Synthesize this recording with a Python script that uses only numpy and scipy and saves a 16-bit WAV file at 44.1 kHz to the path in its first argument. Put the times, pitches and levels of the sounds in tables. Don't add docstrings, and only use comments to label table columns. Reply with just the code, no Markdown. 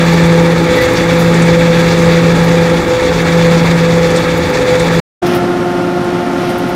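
import sys
import numpy as np
from scipy import signal
from scipy.fft import rfft, irfft
from scipy.io import wavfile

SR = 44100
rng = np.random.default_rng(int(sys.argv[2]) if len(sys.argv) > 2 else 0)


def inscribe(sig):
    pcm = np.round(np.clip(np.atleast_2d(sig).T, -1, 1) * 32767)
    wavfile.write(sys.argv[1], SR, pcm.astype(np.int16))


N = 297675
TIME_S = np.arange(N) / SR
BINS_HZ = np.fft.rfftfreq(N, 1 / SR)
ROW_END_S, TUNNEL_START_S, LOAD_EASE_S = 5.0, 5.222, 5.5


def amp(db):
    return 10 ** (np.asarray(db) / 20)


def unit_rms(x):
    return x / np.sqrt(np.mean(x ** 2) + 1e-20)


def curve(rows):
    return np.interp(TIME_S, *np.transpose(rows))


def colour(x, spectrum):
    hz, db = np.transpose(spectrum)
    gain = amp(np.interp(np.log(BINS_HZ + 1), np.log(hz), db))
    return unit_rms(irfft(rfft(x) * gain, N))


def wander(rate_hz):
    return unit_rms(irfft(rfft(rng.standard_normal(N)) / (1 + (BINS_HZ / rate_hz) ** 4), N))


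def band(x, centre_hz, width_hz):
    hz = np.fft.rfftfreq(len(x), 1 / SR)
    return unit_rms(irfft(rfft(x) * np.exp(-((hz - centre_hz) / width_hz) ** 2), len(x)))


def ruffle(flutter, flutter_hz):
    return 1 + flutter * (wander(flutter_hz) + 1j * wander(flutter_hz))


def tone(cycles, flutter, flutter_hz):
    return unit_rms((ruffle(flutter, flutter_hz) * np.exp(2j * np.pi * (cycles + rng.random()))).real)


def crackle(per_s, spread_db):
    size = amp(spread_db * np.minimum(rng.exponential(1, N), 5))
    return unit_rms(size * rng.standard_normal(N) * (rng.random(N) < per_s / SR))


def tunnel_load():
    return .5 - .5 * np.tanh((TIME_S - LOAD_EASE_S) / 0.072)


# pitch_hz, level_db
ROW_ENGINE_TONES = [(71.5, -38), (119.3, -29.5), (272, -27.5), (357.7, -33), (543, -30), (715.5, -37.5),
                    (815, -36.5), (953, -37.5), (1086, -48)]
TUNNEL_ENGINE_TONES = [(113, -37), (274, -27.5), (339, -31), (548, -32.5)]

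def engine(tones):
    shaft_s = np.cumsum(1 + 0.001973 * wander(1.58)) / SR
    return sum(amp(db) * tone(hz * shaft_s, flutter=0.33, flutter_hz=12) for hz, db in tones)


# centre_hz, width_hz, gain_db
HOUSING_BANDS = [(1500, 70, -3.5), (1690, 130, 1.5), (2040, 80, -1.5), (2250, 90, 1.5), (2490, 70, -2.5),
                 (2650, 90, 2), (3150, 130, -3), (3480, 110, 2.5), (4130, 90, -2), (4700, 130, 1.5),
                 (5300, 110, -3), (5510, 90, 2.3), (5690, 70, -2), (5880, 110, 1.5), (6170, 80, -2),
                 (6350, 90, 1), (6520, 70, -1.5), (6720, 110, 1.5), (7380, 80, -1.5), (7650, 130, 2),
                 (8900, 200, -2), (9280, 150, 1), (11200, 250, -1.5), (11900, 250, 2)]

def housing(x):
    gain_db = sum(db * np.exp(-((BINS_HZ - hz) / width_hz) ** 2) for hz, width_hz, db in HOUSING_BANDS)
    return irfft(rfft(x) * amp(gain_db), N)


# time_s, level_db
THRASH_LEVELS = [(0, -18), (.15, -18.5), (.62, -20.5), (.79, -17.5), (.95, -18.5), (1.7, -19), (1.92, -18),
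                 (2.4, -19), (2.9, -21), (3.4, -18.5), (3.9, -20.5), (4.12, -19), (4.33, -21.5),
                 (4.8, -19.5)]

def thrash_db():
    return curve(THRASH_LEVELS)


# freq_hz, relative_db
ROW_ROAR_SPECTRUM = [(18, -31.5), (42, -6.5), (100, -3), (170, -3), (370, -5), (430, -1), (510, -3),
                     (700, -14), (880, -6.5), (1030, -15), (1300, -11), (2000, -34.5), (4000, -33),
                     (15000, -50)]

def row_roar():
    swing_db = thrash_db() - thrash_db().mean()
    air = colour(rng.standard_normal(N), ROW_ROAR_SPECTRUM)
    return air * amp(-16 + .3 * swing_db + 0.88 * wander(30))


# freq_hz, relative_db
TUNNEL_ROAR_SPECTRUM = [(25, -17), (70, -9), (130, 1.5), (290, 4.5), (420, -4), (520, -7), (730, -1),
                        (1000, -12.5), (1380, -5), (1550, -14.5), (1900, -14.5), (2400, -21), (5000, -30),
                        (8000, -35), (15000, -53)]

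def tunnel_roar():
    air = colour(rng.standard_normal(N), TUNNEL_ROAR_SPECTRUM)
    return air * amp(-17.5 + 2.5 * tunnel_load() + 0.56 * wander(24))


# cycle_fraction, full_depth_db
ROD_STROKE = [(0.06, 1.8), (0.26, -1.5), (0.41, 1.5), (0.63, 2.5), (0.81, 0.8), (0.93, 1.5)]

def shaker_gain(depth, shake_hz=7.8):
    cycle_fraction, db = np.transpose(ROD_STROKE)
    return amp(depth * np.interp(shake_hz * TIME_S, cycle_fraction, db, period=1))


# freq_hz, relative_db
RUSTLE_SPECTRUM = [(800, -3), (2000, 6), (3200, 2.5), (4600, -4), (5600, -3), (8300, -25), (8900, -11),
                   (11800, -19), (13200, -15), (15700, -31)]
# centre_s, half_length_s, rise_db
CROP_GUSHES = [(5.32, 0.073, 7), (6.47, 0.089, 4.5), (6.67, .06, 1.5)]

def tunnel_rustle():
    gush_db = sum(db * np.exp(-((TIME_S - centre_s) / half_s) ** 4)
                  for centre_s, half_s, db in CROP_GUSHES)
    impacts = crackle(per_s=16000, spread_db=2.1) * shaker_gain(depth=0.24)
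    return colour(impacts, RUSTLE_SPECTRUM) * amp(-32 + 0.6 * tunnel_load() + gush_db)


# freq_hz, relative_db
FOLIAGE_SPECTRUM = [(500, -9), (1200, -2.5), (1700, 1), (2300, 1), (2950, -11.5), (3450, -5), (4500, -10),
                    (5300, -14.5), (7300, -16), (8700, -25.5), (9500, -23.5), (11100, -32), (12200, -30),
                    (15700, -32.5)]

def foliage():
    twigs, out = crackle(per_s=22000, spread_db=1.0), np.zeros(N)
    deepening = 1 + 0.038 * TIME_S
    for hz in np.linspace(600, 15600, num=13):
        throb = shaker_gain(depth=np.interp(hz, [1500, 4500], [.4, .92]) * deepening)
        clumps = amp(1.32 * wander(22))
        out += band(twigs, hz, width_hz=910) * throb * clumps
    return colour(out, FOLIAGE_SPECTRUM) * amp(thrash_db() + 0.54 * wander(35))


# start_s, level_db, length_s, pitch_hz, wobble_hz
SQUEAK_PARTIALS = [(0.757, -15, .095, 1990, 18), (0.772, -17, .034, 1850, 50), (0.758, -26, .04, 3380, 80)]

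def branch_squeak():
    out, wobble = np.zeros(N), wander(121.5)
    for start_s, db, length_s, pitch_hz, wobble_hz in SQUEAK_PARTIALS:
        swell = np.sin(np.pi * np.clip((TIME_S - start_s) / length_s, 0, 1))
        cycles = np.cumsum(pitch_hz + wobble_hz * wobble) / SR
        out += amp(db) * swell * np.sin(2 * np.pi * cycles)
    return out


# peak_s, level_db, centre_hz, length_s
TWIG_SNAPS = [(0.132, -37.5, 11000, .025), (0.26, -38, 10000, .02), (0.762, -37, 12000, .022),
              (0.818, -31, 13000, .018), (0.934, -32, 11000, .006), (0.968, -24, 5200, .025),
              (1.2, -33, 12500, .035), (1.345, -26, 6500, .012), (1.425, -26.5, 7000, .014),
              (1.798, -38, 11500, .02), (1.912, -26, 5200, .028), (2.445, -38, 13000, .018),
              (4.11, -29, 6200, .014), (4.166, -23, 6440, .014), (4.379, -32, 12000, .008),
              (4.499, -36, 13000, .009), (4.545, -29, 5500, .021), (4.798, -25.5, 7000, .01),
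              (5.268, -28, 5000, 0.01), (5.27, -35, 12500, .014), (5.353, -31, 13000, .02),
              (6.045, -43, 9000, .012), (6.5, -37, 10000, .02), (6.584, -36, 12000, .015),
              (6.692, -40, 12000, .02)]

def twig_snaps():
    out, t = np.zeros(N + SR), TIME_S[:SR // 4]
    cracks = crackle(per_s=30000, spread_db=0.5)
    for peak_s, db, hz, length_s in TWIG_SNAPS:
        rise_s = length_s / 2
        start = max(int((peak_s - rise_s) * SR), 0)
        envelope = t / rise_s * np.exp(1 - t / rise_s)
        clump = band(np.roll(cracks, -start)[:len(t)], hz, width_hz=0.41 * hz)
        out[start:start + len(t)] += amp(db) * clump * envelope
    return out[:N]


# time_s, blade_rate_hz
FAN_SPEED = [(0, 168.2), (0.5, 168.25), (1.0, 168.7), (1.6, 168.7), (2.0, 168.1), (2.9, 168.0),
             (3.5, 167.7), (5.0, 167.5), (5.2, 177.1), (6.75, 177.2)]

def blade_passes():
    return np.cumsum(curve(FAN_SPEED)) / SR


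# harmonic, relative_db
TUNNEL_FAN_HARMONICS = [(1, -7.5), (2, 0), (3, -12.5), (4, -10.5), (5, -14.5), (6, -18.5), (7, -25),
                        (8, -16.5), (9, -32), (10, -26)]

def tunnel_fan():
    passes, out = blade_passes(), np.zeros(N)
    hum_db = 2.2 * tunnel_load() - 2.4 * (TIME_S - LOAD_EASE_S)
    for k, db in TUNNEL_FAN_HARMONICS:
        level_db = db - 16.5 + (hum_db if k <= 2 else 0)
        out += amp(level_db) * tone(k * passes, flutter=.1, flutter_hz=8)
    return out


# time_s, lead_passes
SECOND_FAN_LEAD = [(0, .18), (.5, -.21), (1.2, -.77), (1.6, -1.15), (1.95, -1.22), (2.45, -.9), (3.0, -.48),
                   (3.55, 0), (4.1, .31), (4.6, .46), (5.0, .82)]
# harmonic, first_db, second_db, slope_db_per_s, flutter_ratio
ROW_FAN_HARMONICS = [(1, -14.5, -15.5, -0.29, 0.05), (2, -20, -38, -1.4, 0.2),
                     (3, -15.5, -24.5, 0.11, 0.18), (5, -30, -42, -1.4, .16), (7, -36, -44.5, -1.3, 0.15)]

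def row_fans(duct_shift_cycles=.17):
    passes, lead_passes, out = blade_passes(), curve(SECOND_FAN_LEAD), np.zeros(N)
    for k, first_db, second_db, slope_db_per_s, flutter in ROW_FAN_HARMONICS:
        offset_cycles = k * lead_passes + (k - 1) * duct_shift_cycles
        pair = amp(first_db) + amp(second_db) * np.exp(2j * np.pi * offset_cycles)
        blades = ruffle(flutter, flutter_hz=16) * np.exp(2j * np.pi * (k * passes + rng.random()))
        out += np.sqrt(2) * amp(slope_db_per_s * TIME_S) * (pair * blades).real
    return out


def scene():
    row = row_fans() + engine(ROW_ENGINE_TONES) + housing(row_roar() + foliage()) + branch_squeak()
    tunnel = tunnel_fan() + engine(TUNNEL_ENGINE_TONES) + tunnel_roar() + tunnel_rustle()
    row_gate = np.clip((ROW_END_S - TIME_S) / 0.0035 + .5, 0, 1)
    tunnel_gate = np.clip((TIME_S - TUNNEL_START_S) / .012 + .5, 0, 1) ** 2
    return (row_gate * row + tunnel_gate * tunnel + twig_snaps())[None]


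def record(dry):
    knee, cutoff_hz = 20, 15700
    limited = dry / (1 + abs(dry) ** knee) ** (1 / knee)
    lowpass = signal.firwin(701, cutoff_hz, window=("kaiser", 9), fs=SR)
    return signal.oaconvolve(limited, lowpass[None], "same")


dry = scene()
out = record(dry)
inscribe(out)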